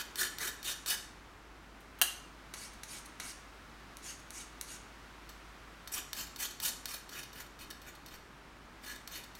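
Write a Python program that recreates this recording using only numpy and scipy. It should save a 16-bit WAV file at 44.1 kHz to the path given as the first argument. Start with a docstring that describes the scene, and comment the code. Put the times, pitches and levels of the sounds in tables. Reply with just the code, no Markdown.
"""A painter's brush scrubs quick strokes onto a canvas, near one microphone in a small, quiet studio.
Each stroke is a tap of contact, a short wait while the hairs bend, then a swell of tiny bristle slips
that ring the surface. The painter knocks the handle against the easel, works the brush through wet
paint on a palette and returns to the canvas. Behind it all lies room tone: soft air and a low hum."""
import sys
import numpy as np
from scipy import signal
from scipy.fft import rfft, irfft
from scipy.io import wavfile

SR = 44100
rng = np.random.default_rng(int(sys.argv[2]) if len(sys.argv) > 2 else 0)


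def store_wav(level_fs):
    """Save 16-bit WAV to argv[1]."""
    pcm = np.round(np.clip(np.atleast_2d(level_fs), -1, 1) * 32767)
    wavfile.write(sys.argv[1], SR, pcm.T.astype(np.int16))


N = 414099
TAPS = 4096  # samples in a body's impulse response
FREQ = np.maximum(np.fft.rfftfreq(TAPS, 1 / SR), 1)
TIME = np.arange(N) / SR


def undb(db):
    """Decibels to gain."""
    return 10 ** (np.asarray(db) / 20)


def unit(x):
    """Scale to rms 1."""
    return x / np.sqrt(np.mean(x ** 2))


def add(track, start_s, x):
    """Mix x into the track from start_s on."""
    i = int(start_s * SR)
    x = x[max(-i, 0):]
    i = max(i, 0)
    track[i:i + len(x)] += x[:N - i]


def wander(size, rate_hz):
    """Smooth random motion with a spread near 1."""
    steps = np.arange(size) * rate_hz / SR
    return np.interp(steps, np.arange(TAPS), rng.standard_normal(TAPS)) * np.sqrt(1.5)


def peak(hz, width_hz):
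    """Bell of one resonance, 1 at its centre."""
    return 1 / (1 + (2 * (FREQ - hz) / width_hz) ** 2)


def response(colour, modes=()):
    """Gain over frequency: a broad colour with resonance peaks on it."""
    colour_hz, colour_db = np.transpose(colour)
    broad = undb(np.interp(np.log(FREQ), np.log(colour_hz), colour_db))
    peaks = sum(undb(db) ** 2 * peak(hz, width) for hz, width, db in modes)
    return broad * np.sqrt(1 + peaks)


def ring(x, body, tilt_db=0):
    """Pass x through a causal body of unit power gain, tilted by tilt_db per octave."""
    gain = unit(body * undb(tilt_db * np.log2(FREQ)))
    cepstrum = irfft(np.log(gain + 1e-9))
    cepstrum[1:TAPS // 2] *= 2  # fold to minimum phase
    cepstrum[TAPS // 2 + 1:] = 0
    impulse = irfft(np.exp(rfft(cepstrum)))
    return signal.fftconvolve(x, impulse)


# Still air around the microphone. Each row: frequency in Hz, relative level in dB.
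AIR_COLOUR = [(20, -6), (33, 5), (80, 2.5), (125, 3), (200, 2), (280, 4.5), (520, -3.5), (900, -1),
              (1300, -0.5), (2000, -5.5), (3200, -11.5), (5500, -17.5), (10000, -26), (16000, -32)]
# Slow drift of the room tone. Each row: time in seconds, hiss boost in dB, hum level in dB.
ROOM_TONE_DRIFT = [(0, 5.5, -62), (1.5, 0.5, -60), (2.7, 3.5, -61), (5.5, 4, -59.5), (6.4, 2.5, -62.5),
                   (8.5, 1, -60), (9.39, 2.5, -62.5)]


def room_tone(air_db=-55.5, hiss_hz=1500, hum_hz=52):
    """Steady air noise whose hiss drifts a little, over a gently wavering hum."""
    times, hiss_db, hum_db = np.transpose(ROOM_TONE_DRIFT)
    noise = ring(rng.standard_normal(N + TAPS), response(AIR_COLOUR))
    air = undb(air_db) * unit(noise[TAPS:N + TAPS])
    hiss = signal.sosfilt(signal.butter(1, hiss_hz, "high", fs=SR, output="sos"), air)
    air = air + hiss * (undb(np.interp(TIME, times, hiss_db)) - 1)
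    phase = 2 * np.pi * hum_hz * TIME + 0.25 * wander(N, rate_hz=3)
    hum = np.sqrt(2) * np.sin(phase) * undb(0.8 * wander(N, rate_hz=5))
    return air + hum * undb(np.interp(TIME, times, hum_db))


# The studio's reverberation. Each row: frequency in Hz, seconds to fall by 60 dB.
STUDIO_DECAY = [(200, 0.42), (1000, 0.5), (3000, 0.47), (7000, 0.5), (11000, 0.33), (16000, 0.17)]


def studio(direct, reflections_db=-6, build_s=0.0033):
    """Diffuse reflections build up quickly behind the direct sound and die soonest in the treble."""
    t = TIME[:SR * 3 // 4]
    noise = rfft(rng.standard_normal(len(t)))
    log_hz = np.log(np.maximum(np.fft.rfftfreq(len(t), 1 / SR), 1))
    centres_hz, decays_s = np.transpose(STUDIO_DECAY)
    tail = 0
    for weights, t60 in zip(np.eye(len(centres_hz)), decays_s):
        band = irfft(noise * np.interp(log_hz, np.log(centres_hz), weights), len(t))
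        tail = tail + band * np.exp(-np.log(1000) * t / t60)
    tail = tail * np.minimum(t / build_s, 1) ** 2
    reflections = signal.fftconvolve(direct, tail / np.linalg.norm(tail))[:N]
    return direct + undb(reflections_db) * reflections


def tap(db, contact_s, body, tilt_db, snap_db, snap_s=0.00025):
    """Contact begins with a snap, then a short crunch; both ring the body."""
    t = TIME[:TAPS]
    # a quick contact snaps harder than a slow one
    snap = undb(snap_db) * np.sqrt(snap_s / contact_s) * np.exp(-t / snap_s)
    crunch = rng.choice([-1, 1], TAPS) * (np.exp(-t / contact_s) + snap)
    # the crunch has no pitch of its own: the body gives the colour
    flatten = 1 / np.hypot(unit(np.abs(rfft(crunch))), 0.25)
    tick = ring(crunch, body * flatten, tilt_db)
    return undb(db) * tick * np.linalg.norm(crunch) / np.linalg.norm(tick)


def bristles(rise_s, length_s, grain_db, catch_db, swell, catch_hz=120, tuft_count=40):
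    """Dense slips of single hairs; tufts catch on the surface while the pressure swells and lets go."""
    size = SR // 4
    slips = rfft(rng.standard_normal(size) * undb(grain_db * rng.standard_normal(size)))
    # each tuft rasps in its own band and grips or lets go by itself
    band = (tuft_count - 1) * np.sqrt(np.linspace(0, 1, len(slips)))
    tufts = [irfft(slips * np.maximum(1 - np.abs(band - k), 0), size) for k in range(tuft_count)]
    rasp = unit(sum(tuft * undb(3.1 * wander(size, rate_hz=45)) for tuft in tufts))
    arc = np.interp(TIME[:size], [0, rise_s, length_s], [0, np.pi / 2, np.pi])
    pressure = np.abs(np.sin(arc)) ** swell
    return rasp * pressure * undb(catch_db * wander(size, catch_hz))


def flick(db, body, tilt_db):
    """One brief rasp as the hairs spring straight."""
    slips = bristles(rise_s=0.0038, length_s=0.018, grain_db=8.0, catch_db=1.0, swell=1.35)
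    return undb(db) * ring(slips, body, tilt_db)


# The easel's wood when struck. Each row: frequency in Hz, relative level in dB.
EASEL_COLOUR = [(100, -36), (300, -5), (600, -12.5), (1300, 3.5), (2200, -4), (3500, -3), (5000, -2.5),
                (7000, -6), (11000, 2.5), (14000, 3), (16000, -7)]
# Its resonances. Each row: frequency in Hz, width in Hz, height in dB over the broad colour.
EASEL_MODES = [(520, 87, 8.8), (700, 56, 15), (1200, 39, 2.3), (1700, 150, 7.7), (2815, 71, 22),
               (2930, 140, 10.3), (3130, 110, 14), (4080, 120, 12), (4320, 90, 5), (6040, 120, 9.6),
               (6650, 200, 11.4), (8310, 120, 9.8), (9600, 100, 6.3), (10800, 80, 3), (11100, 69, 6)]
# At the easel, two faint ticks and one hard clack. Each row: start in seconds, level in dB.
EASEL_KNOCKS = [(1.806, -60), (1.988, -53), (2.0153, -18.3)]


def easel(bounce_s=0.0052, bounce_db=-2.5):
    """The hard wooden handle snaps against the easel and bounces once on each knock."""
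    out = np.zeros(N)
    wood = response(EASEL_COLOUR, EASEL_MODES)
    for start, db in EASEL_KNOCKS:
        for hit_s, hit_db in [(start, db), (start + bounce_s, db + bounce_db)]:
            knock = tap(hit_db, contact_s=0.0063, body=wood, tilt_db=0.85, snap_db=15, snap_s=0.00035)
            add(out, hit_s, knock)
    return out


# The palette when tapped and when rubbed. Each row: frequency in Hz, relative level in dB.
PALETTE_TAP_COLOUR = [(150, -24.5), (800, -2), (1500, 4.5), (2100, 2.5), (3100, -2), (4100, 8.5),
                      (5000, -3.5), (6100, 7.5), (7400, 1.5), (10600, 7.5), (11800, 1), (12800, 4),
                      (14200, -13), (16000, -6)]
PALETTE_RUB_COLOUR = [(100, -4.5), (270, 3), (550, -9), (1200, -4.5), (3200, -2.5), (6500, -1.5), (9500, 1),
                      (11500, -5.5), (13500, -11), (16000, -21)]
# Its resonances. Each row: frequency in Hz, width in Hz, height in dB over the broad colour.
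PALETTE_MODES = [(1490, 74, 3.5), (1966, 47, 6.2), (2000, 42, 3.7), (2250, 40, 12), (2820, 210, 4.9),
                 (3820, 75, 2.3), (4530, 230, 2.6), (5680, 630, 4.1), (6700, 140, 3), (8250, 85, 1.8)]
# Hairs pulling out of the sticky paint. Each row: start in seconds, level in dB.
PALETTE_FLICKS = [(2.731, -55), (3.054, -53.5), (4.193, -56)]
# Strokes at the palette. Each row: start in seconds, tap level in dB, contact, wait and drag
# in seconds, rub level in dB, squeak in dB relative to the rub.
PALETTE_STROKES = [ (2.5382, -38.5, 0.009, 0, 0.16, -48.5, -9),
                   (2.8338, -38.5, 0.0055, 0.032, .15, -47, -12), (3.1996, -37, 0.011, 0, 0.14, -46.5, -16),
                   (3.9699, -41, 0.0024, 0.048, 0.13, -46.5, -6),
                   (4.3054, -39.5, 0.0029, .008, 0.14, -48, -5),
                   (4.612, -29.5, 0.0017, 0.049, 0.12, -48.5, -6)]


def palette(rise_share=0.53, neutral_contact_s=0.0041, softening_db=2.0):
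    """Softer, duller strokes in wet paint; the hairs squeak in a narrow band, most in the later ones."""
    out = np.zeros(N)
    tapped = response(PALETTE_TAP_COLOUR, PALETTE_MODES)
    rubbed = unit(response(PALETTE_RUB_COLOUR, PALETTE_MODES))
    squeak = unit(peak(hz=6550, width_hz=850))
    for start, tap_db, contact_s, wait, drag, rub_db, squeak_db in PALETTE_STROKES:
        tilt_db = -softening_db * np.log2(contact_s / neutral_contact_s)  # longer contact, duller tap
        add(out, start, tap(tap_db, contact_s, tapped, tilt_db, snap_db=2.5))
        colour = np.hypot(rubbed, undb(squeak_db) * squeak)
        slips = bristles(rise_share * drag, drag, grain_db=3.5, catch_db=0.8, swell=0.94)
        add(out, start + wait, undb(rub_db) * ring(slips, colour))
    for start, db in PALETTE_FLICKS:
        add(out, start, flick(db, tapped, tilt_db=2.0))
    return out


def pressed(modes, detune=0.016):
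    """Each stroke presses the cloth at another place, which shifts its resonances a little."""
    shifts = detune * rng.uniform(-1, 1, len(modes))
    return [(hz * (1 + shift), width, db) for (hz, width, db), shift in zip(modes, shifts)]


# The canvas when tapped and when rubbed. Each row: frequency in Hz, relative level in dB.
CANVAS_TAP_COLOUR = [(100, -69), (270, 10), (600, 13.5), (1300, 12), (2600, 7), (4300, 13), (6000, 12.5),
                     (7000, 3), (8000, 10.5), (9100, 1), (12400, 6), (14000, -1), (15500, 4)]
CANVAS_RUB_COLOUR = [(100, -8.5), (280, -4.5), (600, -7), (950, -2), (1400, 2.5), (2100, -1.5),
                     (3300, -1.5), (6000, 4.5), (8500, 4), (10600, 1.5), (13500, 1), (15000, 5.5),
                     (16000, -15.5)]
# Its resonances. Each row: frequency in Hz, width in Hz, height in dB over the broad colour.
CANVAS_MODES = [(394, 95, 5.5), (1460, 32, 9.5), (1720, 86, 13.5), (1928, 41, 11), (2447, 184, 8),
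                (3010, 104, 11.5), (3690, 77, 13), (4358, 93, 11.5), (4770, 72, -10), (5700, 130, 5),
                (6330, 115, 4), (7010, 60, 4.5), (7700, 30, 7), (9650, 210, 5), (11940, 640, 4.5)]
# The brush nearly dry, then loaded with paint. Each lists: squeak in Hz, its relative level in dB,
# scratch in Hz, its boost in dB, swell exponent (higher is more gradual).
DRY_BRUSH = (9600, -11.5, 3600, 3.5, 0.57)
LOADED_BRUSH = (13400, -12.5, 2500, 3.5, 1.0)
# Hairs flicking the cloth, mostly as the brush lifts off. Each row: start in seconds, level in dB.
CANVAS_FLICKS = [(6.266, -51), (6.505, -47), (7.229, -41.5), (7.46, -54), (7.703, -39.5), (7.948, -50.5),
                 (8.081, -53.5), (8.954, -50), (9.234, -49)]
# Strokes at the canvas, near the microphone. Each row: start in seconds, tap level in dB,
# wait and drag in seconds, rub level in dB, boost of the cloth's drumming in dB.
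CANVAS_STROKES = [ (-.065, -36, 0.0068, 0.087, -36.5, 3), (0.157, -32.5, 0.011, 0.11, -34.5, 5.5),
                  (0.3844, -33, 0.0072, 0.11, -36, 5.5), (0.6288, -40, 0.011, 0.097, -36.5, -0.5),
                  (.861, -31.5, 0, 0.093, -34.5, -1.5), (5.2913, -48.5, 0, 0.019, -54, 0),
                  (5.8749, -38.5, 0.042, 0.049, -33, -6), (5.95, -48, 0.00078, 0.059, -41.5, -5),
                  (6.1312, -28, 0.013, 0.11, -41.5, -7), (6.361, -39.5, 0.02, 0.096, -37, -4.5),
                  (6.601, -32.5, 0.01, 0.1, -34.5, -10.5), (6.8564, -28.5, 0.01, 0.12, -41.5, -7),
                  (7.092, -44.5, 0.011, 0.13, -44, -1), (7.33, -50, .008, 0.1, -49, -2),
                  (7.59, -53, 0, 0.065, -50, -14), (7.817, -52.5, 0.028, 0.075, -53, -1.5),
                  (8.061, -47, 0.038, 0.077, -52.5, -3), (8.815, -69, 0.00055, 0.15, -47.5, -0.5),
                  (9.0753, -38, .026, 0.12, -46.5, -3), (9.3506, -48, .01, .1, -54, 0)]


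def canvas(rise_share=0.48, firm_tap_db=-29, firm_contact_s=0.0025, firm_rub_db=-34):
    """Dry, bright scrubbing: the taut cloth drums while the bent hairs scratch and squeak."""
    out = np.zeros(N)
    tapped = response(CANVAS_TAP_COLOUR, CANVAS_MODES)
    drum = peak(hz=1650, width_hz=800) + peak(hz=400, width_hz=130)
    for start, tap_db, wait, drag, rub_db, drum_db in CANVAS_STROKES:
        contact_s = firm_contact_s * 2 ** (0.12 * (firm_tap_db - tap_db))  # a lighter tap lingers
        add(out, start, tap(tap_db, contact_s, tapped, tilt_db=3.0, snap_db=-3))
        loaded = start > PALETTE_STROKES[0][0]
        squeak_hz, squeak_db, scratch_hz, scratch_db, swell = LOADED_BRUSH if loaded else DRY_BRUSH
        tilt_db = 0.02 - 0.16 * (firm_rub_db - rub_db)  # a lighter rub is duller
        rubbed = response(CANVAS_RUB_COLOUR, pressed(CANVAS_MODES))
        scratch = peak(scratch_hz, width_hz=1300)
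        cloth = unit(rubbed * undb(drum_db * drum + scratch_db * scratch + tilt_db * np.log2(FREQ)))
        squeak = undb(squeak_db) * unit(peak(squeak_hz, width_hz=2000))
        slips = bristles(rise_share * drag, drag, grain_db=3.0, catch_db=2.12, swell=swell)
        add(out, start + wait, undb(rub_db) * ring(slips, np.hypot(cloth, squeak)))
    for start, db in CANVAS_FLICKS:
        add(out, start, flick(db, tapped, tilt_db=2.5))
    return out


def scene():
    """Each source reaches the microphone with its own reflections, over the room tone."""
    painting = sum(studio(source()) for source in (canvas, palette, easel))
    return (painting + room_tone())[None]


def record(dry):
    """A phone's microphone takes the scene in mono, and the phone cuts the top above 16 kHz."""
    lowpass = signal.ellip(10, 0.1, 70, 16000, fs=SR, output="sos")
    return signal.sosfilt(lowpass, dry)


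dry = scene()
out = record(dry)
store_wav(out)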